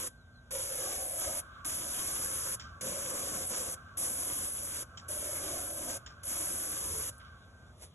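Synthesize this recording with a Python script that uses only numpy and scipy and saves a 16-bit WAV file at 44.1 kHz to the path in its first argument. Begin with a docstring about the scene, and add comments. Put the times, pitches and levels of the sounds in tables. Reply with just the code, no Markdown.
"""On a lawn, a stereo microphone a few metres from a wooden fence being stained with an airless spray gun.
The nozzle hisses, the fan of paint splashes, drums and roars on the boards, and the ground echo sweeps
as the wand falls and rises; a valve thuds and spits between strokes. Behind, the pump motor hums, whines
and works in surges over a low outdoor rumble and faint leaves. A far bird calls twice at the start;
boots and hose scuff the grass at the end."""
import sys
import numpy as np
from scipy import signal
from scipy.fft import rfft, irfft
from scipy.io import wavfile

SR = 44100
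rng = np.random.default_rng(int(sys.argv[2]) if len(sys.argv) > 2 else 0)


def materialize(psi):
    """Save the field psi as 16-bit PCM at rate SR to the path in sys.argv[1].

    A 1-D psi becomes a single channel; in a 2-D psi each row is a channel.
    """
    bounded = np.clip(np.atleast_2d(psi).T, -1, 1)
    quanta = np.round(bounded * 32767).astype(np.int16)
    wavfile.write(sys.argv[1], SR, quanta)


N = 350154
T, HZ = np.arange(N) / SR, np.fft.rfftfreq(N, 1 / SR)

# trigger pulls, one a stroke, down and up in turn: open t/s, shut t/s, base hiss level/dB on opening,
# on shutting, opening spit level/dB, then the columns named below (levels before swells and flutter)
PULLS = [(-.8, 0.076, -37, -37.8, -44, -47, -51, -57, -57, 530, 520, -64, .2, 0),
         (0.507, 1.4, -38.5, -37.3, -42, -46, -57, -45.5, -52.5, 520, 565, -51, .6, -1),
         (1.646, 2.551, -36.3, -37, -39, -45.8, -52.5, -59, -58, 570, 525, -60, .35, -2.5),
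         (2.809, 3.743, -41.3, -40, -39, -45.8, -50.3, -45.5, -53, 548, 515, -56, .2, 2.3),
         (3.970, 4.828, -34.2, -40.4, -45, -47.6, -53, -58, -59, 515, 570, -60, .2, 0),
         (5.081, 5.972, -38.5, -41.2, -48, -48, -51.8, -49, -55, 605, 540, -54.5, .6, 0),
         (6.231, 7.095, -36.5, -38.8, -48, -47.6, -54.5, -58, -60, 570, 530, -63, .35, 0)]
(SPLASH_DB, DRUM_DB,  # splash level/dB, drumming level/dB
 HOLLOW_OPEN_DB, HOLLOW_SHUT_DB, HOLLOW_OPEN_HZ, HOLLOW_SHUT_HZ,  # hollow between boards: level/dB, f/Hz
 ROAR_DB, GROUND_SHARE, SKIRT_DB  # roar level/dB, ground echo share/0-1, hiss's lower skirt gain/dB
 ) = np.transpose(PULLS)[5:]
# the spray thins or flares over rails and gaps: t/s, half length/s, hiss/dB, splash/dB, drumming/dB
CROSSINGS = [(.71, .06, -.5, -3.5, -4), (.88, .07, -.5, 1, 1.5), (1.11, .09, 0, -9.5, -6),
             (1.23, .03, 1.5, 5, 1), (1.29, .035, -1, .5, 4), (1.38, .04, .5, -2, -4),
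             (1.86, .07, -3, -1, -1), (3.476, .022, 3.5, -14, -11), (3.57, .05, 2, 3.5, .5),
             (3.73, .04, .5, -3, -4), (4.04, .07, .5, 3.5, 3), (4.16, .03, -1, -4.5, -2),
             (4.53, .055, .5, -7, -7), (4.69, .06, -.5, -4, -2), (5.17, .07, .7, -3.5, -2.5),
             (5.53, .05, -1, 1.5, 2.5), (5.73, .09, .3, -7, -4), (5.89, .035, -.5, 2.5, 3),
             (6.24, .025, -6, -11, -7), (6.42, .08, 1, 1.5, 2.5), (6.97, .05, .5, .5, 3.5)]
# loose boards that boom as the fan passes: t/s, f/Hz, level/dB
LOOSE_BOARDS = [(2.875, 185, -43), (6.97, 435, -53)]

# noise spectra: f/Hz, relative level/dB
JET_SPECTRUM = [(1500, -32), (5500, -19), (7400, -12), (8000, -3), (9200, -1), (10300, .5), (11400, 0),
                (11850, -7.5), (12200, -27)]
SPLASH_SPECTRUM = [(300, -4), (850, -7), (1130, 1.5), (1550, 0), (2000, -3.5), (2600, -2.5), (3300, 0),
                   (4100, -3.5), (5700, 3), (7300, 5.5), (8500, 1.5), (11400, -2), (12200, -20)]
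DRUM_SPECTRUM = [(60, -28), (130, -3), (210, 2), (310, 3), (420, -6.5), (680, -7), (860, -14), (1200, -6),
                 (2500, -48)]
RUMBLE_SPECTRUM = [(10, -40), (25, -26), (35, -21), (55, 1), (85, 2), (110, -7.5), (160, -10), (260, -17),
                   (600, -63)]
AIR_SPECTRUM = [(20, -36), (100, 7.5), (240, -5), (400, -6), (650, -1.5), (900, -10.5), (1300, -6.5),
                (1900, -19), (5000, -21), (6500, -20.5), (11500, -26), (12500, -71)]
SPIT_SPECTRUM = [(500, -20), (1400, 0), (2200, -4), (2800, -3), (3200, 3), (4000, -3), (5400, 4),
                 (6200, -3), (7300, -1), (8800, -8), (11500, -30)]
GRASS_SPECTRUM = [(200, -14), (550, 9.5), (900, -6), (2500, -6.5), (5000, -3), (8000, -3), (11000, 4),
                  (12200, -19)]

# the motor's tones: f/Hz, level/dB
MOTOR_TONES = [(119.5, -67.5), (240, -72.5), (1440, -74), (1560, -66)]
# resonances of the pump housing and of the valve: f/Hz, width/Hz, relative level/dB
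HOUSING_MODES = [(1102, 65, 1), (1215, 15, 3.5), (1336, 26, 7.5), (1445, 40, 1.5), (1555, 90, 5)]
VALVE_MODES = [(1560, 130, -3), (3200, 260, 0), (5540, 280, 1), (7150, 350, 0)]
# load on the pump, which rests while the hose is full: t/s, rattle level/dB
PUMP_LOAD = [(0, -59), (.25, -82), (1.15, -80), (1.42, -54), (1.6, -51.5), (2.1, -60), (2.33, -50.5),
             (2.7, -56), (3.4, -58), (4.05, -57), (4.35, -67), (4.95, -59), (6.1, -59), (7.3, -58.5),
             (7.6, -72)]
# gusts of breeze: t/s, half length/s, level/dB
GUSTS = [(1.28, 0.055, -52), (1.75, .1, -55), (2.65, .09, -53), (6.95, 0.13, -49.5)]
# a far bird's slurred notes: t/s, half length/s, first f/Hz, last f/Hz, level/dB
BIRD_NOTES = [(0.21, 0.041, 4400, 3640, -71), (.375, 0.039, 4400, 3780, -69)]
# spits of pressure after strokes: t/s, level/dB, rise/s, t60/s, upper edge f/Hz
SPITS = [(2.596, -46.5, .003, .3, 7500), (4.972, -47, .006, .17, 9000), (6.061, -48.5, .003, .24, 7000),
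         (7.197, -57.5, .002, .2, 4500), (7.243, -61, .008, .45, 4800)]
# the valve's clacks: t/s, level/dB
CLACKS = [(2.596, -43), (4.973, -42.5), (6.062, -43.5)]
# boots and hose in the grass: t/s, level/dB, rise/s, fall/s
SCUFFS = [(7.135, -60, 0.072, 0.055), (7.831, -47, 0.02, 0.022)]

# how alike left and right sound in each band: f/Hz, likeness/0-1
STEREO_LIKENESS = [(90, .98), (280, .84), (520, .93), (1200, .68), (2100, .4), (2650, .65), (3650, .65),
                   (4100, .998), (5050, .998), (5700, .7), (6500, .98), (7700, .85), (8500, .998),
                   (9150, .998), (10000, .8), (11000, .98), (12200, .75)]
# phase of left against right in each band, which spreads the hiss: f/Hz, phase/rad
STEREO_PHASE = [(100, 0), (800, .4), (1600, -1.1), (2350, .2), (2650, 2.6), (3000, 1.9), (3600, 2.1),
                (4100, 3.1), (5100, 3.2), (6200, 6.1), (7500, 6.5), (8450, 9.38), (9250, 9.47),
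                (10600, 12.4), (11500, 13.5), (12200, 13.9)]
# left minus right in each band: f/Hz, level/dB
STEREO_BALANCE = [(100, 0), (550, -1), (900, 2), (1400, -1), (2200, -3), (2500, 1), (3000, -4), (4000, 0)]


def gain_of(db):
    return 10 ** (np.asarray(db) / 20)


def unit_rms(x):
    return x / np.sqrt(np.mean(x ** 2) + 1e-20)


def curve(points):
    """A table over frequency, joined on a log axis."""
    hz, value = np.transpose(points)
    return np.interp(np.log(HZ + 1), np.log(hz + 1), value)


def lowpass(x, edge_hz, slope):
    return irfft(rfft(x) / (1 + (HZ / edge_hz) ** slope), N)


def waver(rate_hz):
    """Random drift of unit size."""
    return unit_rms(lowpass(rng.standard_normal(N), rate_hz, slope=4))


def noise(gain):
    """Coloured stereo noise: left and right partly alike, and shifted in phase."""
    left, other = rfft(rng.standard_normal((2, N)))
    same = np.clip(curve(STEREO_LIKENESS), 0, 1)
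    balance = gain_of(curve(STEREO_BALANCE) / 2)
    right = (same * left + np.sqrt(1 - same ** 2) * other) * np.exp(-1j * curve(STEREO_PHASE))
    return unit_rms(irfft(np.array([left * balance, right / balance]) * gain, N))


def shaped_noise(spectrum):
    return noise(gain_of(curve(spectrum)))


def peaks(rows):
    """The gain of a set of resonances: f/Hz, width/Hz, level/dB."""
    return sum(gain_of(db) / (1 + (2 * (HZ - hz) / width) ** 2) for hz, width, db in rows)


def resonate(x, hz, width_hz):
    """A resonance of gain 1 that follows the pitch hz."""
    turn = np.exp(2j * np.pi * np.cumsum(hz * np.ones(N)) / SR)
    pole = np.exp(-np.pi * width_hz / SR)
    return 2 * (turn * signal.lfilter([1 - pole], [1, -pole], x / turn)).real


def rough_tone(air, hz, width_hz):
    """Noise narrowed to a fuzzy pitch."""
    return unit_rms(resonate(resonate(air, hz, width_hz), hz, width_hz))


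def swells(rows):
    """Smooth bumps: t/s, half length/s, level/dB."""
    return sum(gain_of(db) * np.exp(-((T - s) / half) ** 2) for s, half, db in rows)


def puff(s, db, rise, t60):
    """An envelope that rises quickly and dies away."""
    age = np.maximum(T - s, 0)
    return np.minimum(age / rise, 1) * gain_of(db - 60 * age / t60)


def trigger(rise=.01, fall=.0096):
    """Flow through the gun, one row a pull: it builds when the valve opens and dies when it shuts."""
    return np.array([(1 - np.exp(-np.maximum(T - on, 0) / rise)) * np.exp(-np.maximum(T - off, 0) / fall)
                     for on, off, *_ in PULLS])


def per_pull(first, last=None):
    """A control that holds through each pull, or slides from first to last."""
    values = np.column_stack([first, first if last is None else last])
    return np.interp(T, np.array(PULLS)[:, :2].ravel(), values.ravel())


def wand_height():
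    """0 at the bottom of a stroke, 1 at the top; the wand slows at each end."""
    rising = np.arange(len(PULLS)) % 2
    return np.sin(np.pi / 2 * per_pull(1 - rising, rising)) ** 2


def crossing_db(layer):
    """A layer's change of level as the fan crosses rails and gaps."""
    column = ("hiss", "splash", "drum").index(layer)
    return sum(changes[column] * np.exp(-((T - s) / half) ** 2) for s, half, *changes in CROSSINGS)


def nozzle(spit_s=.005, mist_db=-20, skirt_hz=8200, skirt_width_hz=1000):
    """The jet opens with a spit, hisses as the sheet of paint tears into mist, and trails off."""
    pressure = np.array([gain_of(np.interp(T, [on, off], [first, last]))
                         for on, off, first, last, *_ in PULLS])
    mist = gain_of(mist_db)
    flow = (trigger(rise=.006, fall=.0047) + mist * trigger(rise=.006, fall=.028)) / (1 + mist)
    flutter_db = .7 * waver(rate_hz=130) + .65 * waver(rate_hz=18)
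    level = (pressure * flow).sum(0) * gain_of(crossing_db("hiss") + flutter_db)
    spit = 0
    for on, _, _, _, spit_db, *_ in PULLS:
        age = np.maximum(T - on, 0) / spit_s
        spit += gain_of(spit_db) * age * np.exp(1 - age)
    jet = shaped_noise(JET_SPECTRUM)
    skirt = irfft(rfft(jet) * np.exp(-((HZ - skirt_hz) / skirt_width_hz) ** 2), N)
    jet += skirt * (gain_of(per_pull(SKIRT_DB)) - 1)
    return jet * level + shaped_noise(SPLASH_SPECTRUM) * spit


def boards(midspan_db=2.5):
    """The blast drums on the boards, most midway between the rails, and shakes the loose ones."""
    span_db = midspan_db * (np.sin(np.pi * wand_height()) - .5)
    drum_db = per_pull(DRUM_DB) + span_db + crossing_db("drum")
    drum = shaped_noise(DRUM_SPECTRUM) * gain_of(drum_db + 1.62 * waver(rate_hz=36))
    blast = noise(1)
    booms = sum(unit_rms(resonate(blast, hz, width_hz=41)) * swells([(s, .06, db)])
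                for s, hz, db in LOOSE_BOARDS)
    return (drum + booms) * trigger().sum(0)


def splash(coarse_edge_hz=4700, colour_db=1.4, clumps_per_s=170, clump_s=.0022, lift_db=4.5):
    """Fine drops fizz on the wood; coarse ones spatter in clumps, their colour drifting."""
    drops = rfft(shaped_noise(SPLASH_SPECTRUM))
    coarse = drops / (1 + (HZ / coarse_edge_hz) ** 10)
    centres_hz = np.geomspace(700, 4500, 6)
    spatter = 0
    for weights in np.eye(len(centres_hz)):
        band = irfft(coarse * np.interp(HZ, centres_hz, weights), N)
        spatter += band * gain_of(colour_db * waver(rate_hz=9))
    hits = (rng.random(N) < clumps_per_s / SR) * rng.exponential(1, N)
    clumps = signal.lfilter([1], [1, -np.exp(-1 / (clump_s * SR))], hits)
    spatter *= unit_rms(1 + .33 * clumps) * gain_of(.75 * crossing_db("splash") - .7)
    fizz = irfft(drops - coarse, N) * gain_of(crossing_db("splash"))
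    level_db = per_pull(SPLASH_DB) + lift_db + .66 * waver(rate_hz=19) + .56 * waver(rate_hz=250)
    return (fizz + spatter) * gain_of(level_db) * trigger(rise=.014, fall=.0077).sum(0)


def roar(hz=700, width_hz=430, bottom_db=-16):
    """On the upper boards the blast adds a broad, throaty roar."""
    level_db = per_pull(ROAR_DB) + bottom_db * (1 - wand_height()) ** 3 + crossing_db("drum")
    return noise(peaks([(hz, width_hz, 0)]) ** 2) * gain_of(level_db) * trigger().sum(0)


def echo(x, lag_ms, share, dull_hz):
    """A surface adds a late, dull copy: a comb that slides with the lag."""
    dull = lowpass(x, dull_hz, slope=2)
    return x + share * np.array([np.interp(T - lag_ms / 1000, T, side) for side in dull])


def spray(bottom_lag_ms=2.1, top_lag_ms=3.2):
    """The spray reaches the microphone directly, off the fence and off the ground."""
    direct = nozzle() + boards() + splash() + roar()
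    with_fence = echo(direct, lag_ms=1.82, share=.22, dull_hz=2500)
    ground_lag_ms = bottom_lag_ms + (top_lag_ms - bottom_lag_ms) * wand_height()
    return echo(with_fence, ground_lag_ms, per_pull(GROUND_SHARE), dull_hz=2440)


def hollow(wander_hz=7):
    """The blast blows across the hollow between boards: a rough tone that partly follows the drumming."""
    hz = per_pull(HOLLOW_OPEN_HZ, HOLLOW_SHUT_HZ) + wander_hz * waver(rate_hz=25)
    tone = rough_tone(noise(1), hz, width_hz=85)
    level_db = per_pull(HOLLOW_OPEN_DB, HOLLOW_SHUT_DB) + .45 * crossing_db("drum")
    return tone * gain_of(level_db + 1.4 * waver(rate_hz=45)) * trigger().sum(0)


def yard(x, t60=.3, tail_db=-21, echoes_per_s=3000):
    """Fences and trees scatter a thin, short tail that loses its top."""
    t = T[:SR // 2]
    taps = rng.standard_normal(len(t)) * (rng.random(len(t)) < echoes_per_s / SR)
    taps *= (t > .006) * gain_of(-60 * t / t60)
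    tail = signal.fftconvolve(x, taps[None] / np.linalg.norm(taps), axes=1)[:, :N]
    return x + gain_of(tail_db) * lowpass(tail, edge_hz=9000, slope=4)


def piston(push_at_s=1.54, period_s=.574):
    """Seconds from the middle of the nearest push, and the slack: 0 in mid-push, 1 between pushes."""
    from_push_s = ((T - push_at_s) / period_s + .5) % 1 * period_s - period_s / 2
    return from_push_s, np.sin(np.pi * from_push_s / period_s) ** 2


def surges(slack_db):
    """The pump's effort follows its load, peaks in each push of the piston and flutters."""
    _, slack = piston()
    load_db = np.interp(T, *np.transpose(PUMP_LOAD))
    return gain_of(load_db + slack_db * slack + 1.6 * waver(rate_hz=14))


def pump(stop_s=7.73, idle_db=-75.5, clatter_db=-16.5):
    """Mains hum and whine from the motor; each surge rattles the housing, with a bright clatter."""
    running = np.clip((stop_s - T) / .013, 0, 1)
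    unsteady_t = T + np.cumsum(.00082 * waver(rate_hz=13)) / SR
    tones = 0
    for hz, db in MOTOR_TONES:
        stereo_phase = np.interp(hz, HZ, curve(STEREO_PHASE)) * np.array([[0], [1]])
        level = np.sqrt(2) * gain_of(db + 2 * waver(rate_hz=16))
        tones += level * np.sin(2 * np.pi * hz * unsteady_t - stereo_phase)
    rattle = noise(peaks(HOUSING_MODES))
    clatter = gain_of(clatter_db) * noise(peaks([(2900, 2600, 0)]))
    effort = gain_of(idle_db) + surges(slack_db=-5)
    return running * (tones + (rattle + clatter) * effort)


def gears(mid_push_hz=1185, sag_hz_per_s=520, trim_db=-5):
    """The geared drive whirrs downward under the load of each push."""
    from_push_s, _ = piston()
    whirr = rough_tone(noise(1), mid_push_hz - sag_hz_per_s * from_push_s, width_hz=38)
    return whirr * gain_of(trim_db) * surges(slack_db=-12)


def leaves(hz=3500, width_hz=1100, level_db=-77):
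    """A faint rustle that comes and goes."""
    return noise(peaks([(hz, width_hz, 0)])) * gain_of(level_db + 4.5 * waver(rate_hz=6))


def outdoors(breeze_db=-58, drone_hz=87, drone_db=-61, air_db=-62.5):
    """Breeze, a far engine's wavering drone and the soft hiss of the open air."""
    rumble = shaped_noise(RUMBLE_SPECTRUM) * np.hypot(gain_of(breeze_db), swells(GUSTS))
    turns = np.cumsum(drone_hz + 1.55 * waver(rate_hz=3.5)) / SR
    drone = gain_of(drone_db + 3.4 * waver(rate_hz=.6)) * np.sin(2 * np.pi * turns)
    air = shaped_noise(AIR_SPECTRUM) * gain_of(air_db + 1.6 * waver(rate_hz=1))
    return rumble + drone + air


def valve_thud(hz=112, t60=.13, level_db=-48):
    """Each shutting of the valve jolts wand and hose."""
    ages = [np.maximum(T - off, 0) for _, off, *_ in PULLS]
    return sum(gain_of(level_db - 60 * age / t60) * np.sin(2 * np.pi * hz * age) for age in ages)


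def bird():
    """Thin falling whistles, blurred by distance."""
    air = noise(1)
    song = 0
    for s, half, first_hz, last_hz, db in BIRD_NOTES:
        hz = np.interp(T, [s - half, s + half], [first_hz, last_hz])
        song += rough_tone(air, hz, width_hz=150) * swells([(s, half, db)])
    return song


def spits():
    """After some strokes the valve clacks and sputters; a last drop ticks from the shut nozzle."""
    sputter = 0
    for s, db, rise, t60, edge_hz in SPITS:
        colour = gain_of(curve(SPIT_SPECTRUM)) / (1 + (HZ / edge_hz) ** 6)
        sputter += noise(colour) * puff(s, db, rise, t60)
    clacks = noise(peaks(VALVE_MODES)) * sum(puff(s, db, rise=.001, t60=.06) for s, db in CLACKS)
    tick = shaped_noise(JET_SPECTRUM) * puff(s=7.179, db=-50.5, rise=.002, t60=.05)
    return sputter * gain_of(2 * waver(rate_hz=160)) + clacks + tick


def scuffs():
    """Boots and hose brush the grass in brisk, grainy swishes."""
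    level = sum(gain_of(db) * np.exp(-np.maximum((s - T) / rise, (T - s) / fall))
                for s, db, rise, fall in SCUFFS)
    return shaped_noise(GRASS_SPECTRUM) * level * gain_of(1.7 * waver(rate_hz=450))


def scene():
    """The work at the fence with the yard's tail, over the pump and the open air."""
    at_fence = yard(spray() + hollow() + spits() + scuffs()) + valve_thud()
    return at_fence + pump() + gears() + bird() + leaves() + outdoors()


def record(dry, edge_hz=12400):
    """The recorder's band limit."""
    taps = signal.firwin(511, edge_hz, window=("kaiser", 9), fs=SR)
    return signal.oaconvolve(dry, taps[None], "same")


dry = scene()
out = record(dry)
materialize(out)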